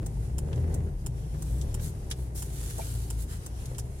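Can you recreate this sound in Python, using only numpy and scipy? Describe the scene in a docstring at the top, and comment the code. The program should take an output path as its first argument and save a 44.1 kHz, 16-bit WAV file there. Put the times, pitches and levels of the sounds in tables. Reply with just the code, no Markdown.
"""Creeping car, heard from inside

A car turns off a street into a yard. The periodic firing of its four cylinders booms through the cabin,
with two dabs of throttle, over the broadband rumble of the tyres. The indicator relay goes tick-tock as
it closes and opens. Sliding friction hisses, probably the steering wheel running back through the hands.
Loose trim clicks, the body knocks once, and early reflections off glass and dashboard colour the noises."""
import sys
import numpy as np
from scipy import signal
from scipy.fft import rfft, irfft
from scipy.io import wavfile
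from scipy.ndimage import uniform_filter1d

SR = 44100
rng = np.random.default_rng(int(sys.argv[2]) if len(sys.argv) > 2 else 0)


def store_wav(level_fs):
    """Save 16-bit WAV to argv[1]."""
    pcm = np.round(np.clip(np.atleast_2d(level_fs), -1, 1) * 32767)
    wavfile.write(sys.argv[1], SR, pcm.T.astype(np.int16))


N = 176400
T = np.arange(N) / SR


def undb(db):
    """Amplitude ratio of a level in decibels."""
    return 10 ** (np.asarray(db) / 20)


def unit(x):
    """Normalisation to an rms of 1."""
    return x / np.sqrt(np.mean(x ** 2))


def curve(table, column=1):
    """Linear interpolation of one table column over time."""
    rows = np.array(table)
    return np.interp(T, rows[:, 0], rows[:, column])


def waver(rate_hz):
    """Smooth random modulation: low-passed random steps with an rms of 1."""
    span = max(int(SR / rate_hz), 2)
    steps = np.repeat(rng.standard_normal(N // span + 1), span)
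    return unit(uniform_filter1d(uniform_filter1d(steps, span), span)[:N])


def swell(start, rise, hold, fall):
    """Trapezoidal envelope, with times in seconds."""
    return np.clip(np.minimum((T - start) / rise, (start + rise + hold + fall - T) / fall), 0, 1)


def burst(start_s, attack_s, hold_s, t60_s):
    """Impact envelope: a linear attack, a hold and an exponential decay."""
    age = T - start_s
    decay = np.exp(-np.log(1000) * np.maximum(age - attack_s - hold_s, 0) / t60_s)
    return np.clip(age / attack_s, 0, 1) * decay


def grains(per_s, spread_db, t60_s):
    """Shot-noise envelope: randomly timed taps, each decaying exponentially."""
    hits = rng.random(N) < per_s / SR
    sizes = undb(spread_db * np.clip(rng.standard_normal(N), -2, 2))
    return signal.lfilter([1], [1, -np.exp(-np.log(1000) / (t60_s * SR))], hits * sizes)


def reflections(t60_s=0.03, echo_db=4.5):
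    """Interference of direct sound with early echoes off glass and dashboard: one spectrum per side."""
    echo = rng.standard_normal((2, N)) * np.exp(-np.log(1000) * T / t60_s)
    echo = undb(echo_db) * echo / np.sqrt(np.sum(echo ** 2, axis=1, keepdims=True))
    return (1 + rfft(echo)) / np.hypot(1, undb(echo_db))


def spectral_gain(table, hz):
    """Spectral envelope: decibels interpolated over log frequency, returned as amplitude."""
    rows = np.array(table)
    return undb(np.interp(np.log(hz), np.log(rows[:, 0]), rows[:, 1]))


# Stereo width of the cabin's sound field: frequency_hz, side_to_mid_db
CABIN_WIDTH = [(40, -17), (90, -37), (180, -4.5), (350, -14), (700, 1), (1400, 4), (3000, 0.5),
               (12000, 0.5)]
def cabin_noise(spectrum, tilt_db_per_octave=0, full_comb_hz=2800):
    """Noise in a small enclosure: coherent in the bass, diffuse and comb-filtered in the treble."""
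    hz = np.maximum(np.arange(N // 2 + 1) * SR / N, 1)
    bass_rolloff = np.minimum(hz / spectrum[0][0], 1) ** 4
    colour = spectral_gain(spectrum, hz) * undb(tilt_db_per_octave * np.log2(hz)) * bass_rolloff
    mid, side = rfft(rng.standard_normal((2, N)))
    width = spectral_gain(CABIN_WIDTH, hz)
    stereo = np.array([mid + width * side, mid - width * side]) / np.hypot(1, width)
    comb = np.abs(reflections()) ** np.minimum(hz / full_comb_hz, 1)
    return unit(irfft(stereo * comb * colour, N))


def drifting_noise(spectrum, tilt_db_per_octave=0, drift_db=9):
    """Shifting comb filtering: a random equal-power crossfade among three echo patterns."""
    weights = [undb(drift_db * waver(7)) for _ in range(3)]
    blend = sum(weight * cabin_noise(spectrum, tilt_db_per_octave) for weight in weights)
    return blend / np.sqrt(sum(weight ** 2 for weight in weights))


# Background hiss: time_s, level_db
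HISS_LEVELS = [(0, -60.5), (.25, -57.5), (.36, -61.5), (.65, -57), (.9, -62.5), (1.2, -58.5), (1.7, -55),
               (2.2, -57.5), (3.0, -58), (3.7, -54), (3.9, -59.5), (4, -55.5)]
# Hiss spectrum: frequency_hz, gain_db
HISS_SPECTRUM = [(900, 8.5), (2000, 1.5), (4000, 0), (7500, 2.5), (10500, 3.5), (13000, -3.5), (16000, -17)]
def hiss(flicker_db=1.4):
    """A faint broadband noise floor with slight random amplitude modulation."""
    return drifting_noise(HISS_SPECTRUM) * undb(curve(HISS_LEVELS) + flicker_db * waver(30.22))


# Low rumble and roar levels, with a brief bump at the indicator tick near 1.07 s,
# before each layer's gain: time_s, boom_db, roar_db
RUMBLE_LEVELS = [(0.0, -34.5, -45), (0.23, -36, -50), (0.77, -32.5, -41), (1.01, -41.5, -52),
                 (1.07, -36.5, -48.5), (1.16, -38, -49), (1.6, -34, -47), (1.63, -43, -45.5),
                 (1.85, -36, -48.5), (2.04, -40, -48), (3.09, -39.5, -49.5), (3.27, -41, -51),
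                 (3.89, -40.5, -48.5), (4.0, -59, -52.5)]
# Body boom spectrum: frequency_hz, gain_db
BOOM_SPECTRUM = [(27, -5), (34, -11), (42, 4), (55, 3), (80, -5.5), (120, 1), (150, -2), (178, -12),
                 (215, -16), (280, -35), (500, -77)]
def body_boom(gain_db=0.9):
    """Structure-borne noise: the car's body vibrates at low frequencies."""
    return cabin_noise(BOOM_SPECTRUM) * undb(curve(RUMBLE_LEVELS, column=1) + gain_db)


# Tyre roar spectrum: frequency_hz, gain_db
ROAR_SPECTRUM = [(110, 1.5), (200, 0.5), (280, -1.5), (390, 3), (520, -5.5), (700, -6), (950, -13),
                 (1300, -26), (2000, -24), (4000, -45.5), (9000, -66)]
def tyre_roar(crank, gain_db=-0.5, throb_depth=0.15):
    """Rolling noise, lightly amplitude-modulated at the firing rate."""
    throb = 1 + throb_depth * np.sin(2 * crank)
    return cabin_noise(ROAR_SPECTRUM) * undb(curve(RUMBLE_LEVELS, column=2) + gain_db) * throb


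# Interior rattle spectrum: frequency_hz, gain_db
RATTLE_SPECTRUM = [(300, 15.5), (600, 7), (1000, -7), (1700, -5), (3000, -18.5), (8000, -31), (15000, -51)]
def rattle(level_db=-56.5):
    """Random small impacts in the interior, their amplitude following the roar."""
    taps = grains(per_s=55, spread_db=5.5, t60_s=0.06)
    roar_envelope = undb(curve(RUMBLE_LEVELS, column=2))
    return undb(level_db) * unit(cabin_noise(RATTLE_SPECTRUM) * taps * roar_envelope)


# Cabin drones over uneven ground: start_s, rise_s, hold_s, fall_s, level_db, pitch_hz
CABIN_DRONES = [(0.978, 0.072, 0.041, 0.063, -40, 168), (1.361, 0.076, 0.075, .14, -36.5, 144),
                (3.557, .11, 0.15, 0.14, -36.5, 121.3)]
def drones(wander_rad=0.49):
    """Low cabin resonances swell briefly; phase modulation makes their pitch unsteady."""
    return sum(undb(db) * swell(*timing) * np.sin(2 * np.pi * hz * T + wander_rad * waver(21.98))
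               for *timing, db, hz in CABIN_DRONES)


# Clicks of loose trim: start_s, level_db, tilt_db_per_octave
TRIM_CLICKS = [(.529, -40.5, -8.5), (.558, -53, 3), (0.576, -40, -13), (0.588, -57, -15), (1.613, -41, 2.5),
               (1.795, -45, -7.5), (2.1115, -29, -1), (3.656, -42.5, 6.5), (3.714, -43.5, -14),
               (3.747, -50, -4), (3.793, -39, 8.5)]
# Click spectrum: frequency_hz, gain_db
TRIM_SPECTRUM = [(500, -6), (1000, -10), (1700, -2), (2500, -4.5), (3100, 4), (4200, -1.5), (5500, 3.5),
                 (7300, 1.5), (8500, -2), (11000, -4), (15500, -24)]
def trim_clicks():
    """Damped impacts of plastic; spectral tilt makes each one dull or bright."""
    out = 0
    for start, db, tilt in TRIM_CLICKS:
        envelope = burst(start, attack_s=0.001, hold_s=0.0013, t60_s=0.061)
        out += undb(db) * envelope * cabin_noise(TRIM_SPECTRUM, tilt)
    return out


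# Two faint early taps, then one bouncing knock: start_s, level_db
BODY_IMPACTS = [(.066, -51), (.166, -52), (2.781, -46), (2.7915, -36), (2.803, -47)]
# Hollow modes of the body: pitch_hz, gain_db, t60_s
BODY_MODES = [(459.7, 0.5, 0.031), (571, 0.5, 0.053), (666, 1, 0.1), (784, 1, 0.045), (905, -0.5, 0.075),
              (1410, -19, 0.07), (1870, -19, 0.14)]
def body_knock():
    """Modal ringing: each impact excites damped sinusoids that reach each side with their own phase."""
    out = 0
    for start, db in BODY_IMPACTS:
        for hz, mode_db, t60 in BODY_MODES:
            envelope = burst(start, attack_s=0.0025, hold_s=0, t60_s=t60)
            phase = 2 * np.pi * hz * (T - start) + 1.7 * rng.standard_normal((2, 1))
            out += undb(db + mode_db) * envelope * np.sin(phase)
    return out


def squeak(pitch_hz=2350, level_db=-47.5, wander_rad=0.62):
    """Friction tone: rubbing trim gives a thin, phase-modulated chirp just after the knock."""
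    envelope = swell(start=2.809, rise=0.0047, hold=0.006, fall=0.011)
    return undb(level_db) * envelope * np.sin(2 * np.pi * pitch_hz * T + wander_rad * waver(540))


# Slides of the wheel: start_s, rise_s, hold_s, fall_s, relative_level_db, tilt_db_per_octave
WHEEL_SLIDES = [(1.269, 0.21, 0.15, 0.047, -53.5, 1.5), (1.79, 0.044, 0.022, 0.07, -44, 2),
                (2.152, 0.032, 0.024, 0.093, -53, 1.5), (2.346, 0.015, 0.038, 0.096, -42, 3.5),
                (2.356, 0.28, 0.074, 0.11, -41.5, 0), (2.724, 0.081, 0.025, 0.47, -43.5, 0.5),
                (3.16, 0.051, 0.016, 0.034, -45, 2.5), (3.271, 0.039, 0.021, 0.081, -47.5, -2)]
# Friction spectrum: frequency_hz, gain_db
SLIDE_SPECTRUM = [(700, -14), (1500, -1.5), (2500, -8), (3800, -4.5), (4900, -5.5), (6500, -2.5),
                  (8200, 0.5), (10700, 0), (12700, -5.5), (15800, -12.5)]
def wheel_slides(gain_db=-0.5, waver_db=1.25, rustle_share=0.26):
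    """Sliding friction: swells of hiss, roughened to a rustle by many tiny catches."""
    friction = sum(drifting_noise(SLIDE_SPECTRUM, tilt) * undb(db) * swell(*timing)
                   for *timing, db, tilt in WHEEL_SLIDES)
    catches = unit(grains(per_s=450, spread_db=3, t60_s=0.009))
    rustle = unit(1 - rustle_share + rustle_share * catches)
    return friction * rustle * undb(gain_db + waver_db * waver(10))


# Relay ticks behind the dashboard: start_s, relative_level_db
RELAY_TICKS = [(0.0615, -41), (0.382, -37), (0.7413, -40.5), (1.0619, -37), (1.4215, -41), (1.742, -37),
               (2.1015, -42.5), (2.4215, -37), (2.782, -42.5), (3.1022, -36.5), (3.4615, -40), (3.782, -37)]
# Tick spectrum: frequency_hz, gain_db
RELAY_SPECTRUM = [(500, -3), (900, -1), (1500, -4.5), (2200, -12.5), (3300, -6.5), (5000, -6), (6800, 4),
                  (8500, 6), (10500, 1.5), (12500, -3.5), (15500, -4)]
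def indicator_relay(gain_db=1, tail_db=-6, attack_s=0.0006, hold_s=0.0067):
    """Repeatable impacts: opening and closing alternate, each with its own fixed impulse response."""
    rings = [cabin_noise(RELAY_SPECTRUM, tilt_db_per_octave=tilt) for tilt in (-2, -1.2)]
    out = 0
    for k, (start, db) in enumerate(RELAY_TICKS):
        ring = np.roll(rings[k % 2], int(start * SR), axis=1)
        snap = burst(start, attack_s, hold_s, t60_s=0.022)
        tail = undb(tail_db) * burst(start, attack_s, hold_s, t60_s=0.065)
        out += undb(db + gain_db) * ring * np.maximum(snap, tail)
    return out


def crank_order(crank, order, db, waver_db=2, wander_rad=0.2):
    """One harmonic of the crankshaft's rotation, wavering in level and phase."""
    amplitude = undb(db + waver_db * waver(9.1))
    return amplitude * np.sin(order * crank + rng.uniform(0, 2 * np.pi) + wander_rad * waver(11))


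# Dabs of throttle: start_s, rise_s, hold_s, fall_s, level_db
THROTTLE_DABS = [(0.284, 0.18, 0.28, 0.09, -48.5), (1.401, 0.32, 0.12, 0.092, -53)]
# Harmonics that rise under throttle: crank_order, level_re_dab_db
GROWL_ORDERS = [(5, -4), (7, -18), (9, -10), (10, -9), (11, -8), (12, -8), (13, -23)]
# Clatter spectrum: frequency_hz, gain_db
CLATTER_SPECTRUM = [(180, -1), (230, 9), (330, -5), (560, 10), (750, -11), (1100, -21), (1700, -9),
                    (3000, -31), (9000, -43)]
def throttle_clatter(crank, noise_db=-2.5, decay_cycles=0.73):
    """Combustion noise under load: each firing adds a decaying puff, and the upper harmonics growl."""
    firing_cycle = crank / np.pi % 1
    puffs = unit(np.exp(-firing_cycle / decay_cycles))
    load = sum(undb(db) * swell(*timing) for *timing, db in THROTTLE_DABS)
    growl = sum(np.array([crank_order(crank, order, db) for _side in range(2)])
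                for order, db in GROWL_ORDERS)
    return (undb(noise_db) * cabin_noise(CLATTER_SPECTRUM) * puffs + growl) * load


# Engine speed and harmonic levels, before each harmonic's gain:
# time_s, firing_hz, firing_db, third_order_db, first_order_db, fourth_order_db
ENGINE_RUN = [(0.0, 49.92, -33.5, -42, -52, -37), (0.16, 53.25, -36.5, -57, -46, -55),
              (0.26, 56.92, -32.5, -43, -44, -38.5), (0.42, 71.8, -34.5, -51, -37, -40.5),
              (0.6, 81.3, -30.5, -32, -52, -45), (0.7, 81.73, -32.5, -43, -50, -41),
              (0.82, 79.95, -31.5, -33, -45, -39), (0.95, 75.07, -42.5, -57, -33.5, -49.5),
              (1.08, 59.67, -40.5, -48, -42, -38), (1.22, 55.56, -37.5, -48, -39, -61),
              (1.38, 55.32, -35.5, -47, -50, -45.5), (1.52, 56.8, -29, -45, -44, -38),
              (1.58, 62.4, -31, -38, -47, -31.5), (1.66, 72.2, -34, -42, -36, -56),
              (1.79, 79.03, -35, -41, -39, -45.5), (1.9, 79.87, -41.5, -45, -48, -38),
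              (2.05, 68.1, -43.5, -45, -39, -58), (2.22, 62.43, -36, -51, -51, -41),
              (2.38, 60.18, -38, -45, -46, -56), (2.7, 52.6, -37, -45, -56, -50),
              (2.95, 57, -32.5, -38, -55, -39), (3.05, 56, -38.5, -46.5, -37, -44),
              (3.15, 55.63, -32.5, -49, -53, -34.5), (3.27, 55, -33, -46, -41, -55),
              (3.39, 55.07, -44.5, -42.5, -60, -45), (3.6, 63, -40.5, -48, -40, -50),
              (4.0, 69.5, -41.5, -50, -47, -49.5)]
# Weaker harmonics: crank_order, offset_from_firing_db
WEAK_ORDERS = [(5, -18), (6, -19.5), (8, -24), (10, -24.5)]
def engine(crank, firing_gain_db=3.5, waver_db=1.5):
    """Periodic excitation: two firings a turn give the main tone; uneven cylinders add other orders."""
    firing_db = curve(ENGINE_RUN, column=2)
    out = undb(firing_db + firing_gain_db + waver_db * waver(16)) * np.sin(2 * crank)
    for order, column, gain_db in (1, 4, 3), (3, 3, 3), (4, 5, 2):
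        out += crank_order(crank, order, curve(ENGINE_RUN, column) + gain_db)
    return out + sum(crank_order(crank, order, firing_db + db) for order, db in WEAK_ORDERS)


def scene(bass_left_db=1.6):
    """Superposition of all sources at the front seat, with the bass a little stronger on the left."""
    firing_hz = curve(ENGINE_RUN, column=1)
    crank = np.pi * np.cumsum(firing_hz) / SR  # angle in radians: half a turn per firing
    boom, roar = body_boom(), tyre_roar(crank)
    balance = undb([[bass_left_db / 2], [-bass_left_db / 2]])
    bass = (engine(crank) + boom + drones()) * balance
    driving = hiss() + roar + bass + throttle_clatter(crank)
    return driving + rattle() + trim_clicks() + body_knock() + squeak() + wheel_slides() + indicator_relay()


def record(dry, low_cut_hz=34, high_cut_hz=16100):
    """Band limiting: steep filters remove the deepest bass and the highest treble."""
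    high_pass = signal.butter(6, low_cut_hz, "high", fs=SR, output="sos")
    low_pass = signal.ellip(10, 0.2, 80, high_cut_hz, fs=SR, output="sos")
    return signal.sosfilt(low_pass, signal.sosfilt(high_pass, dry))


dry = scene()
out = record(dry)
store_wav(out)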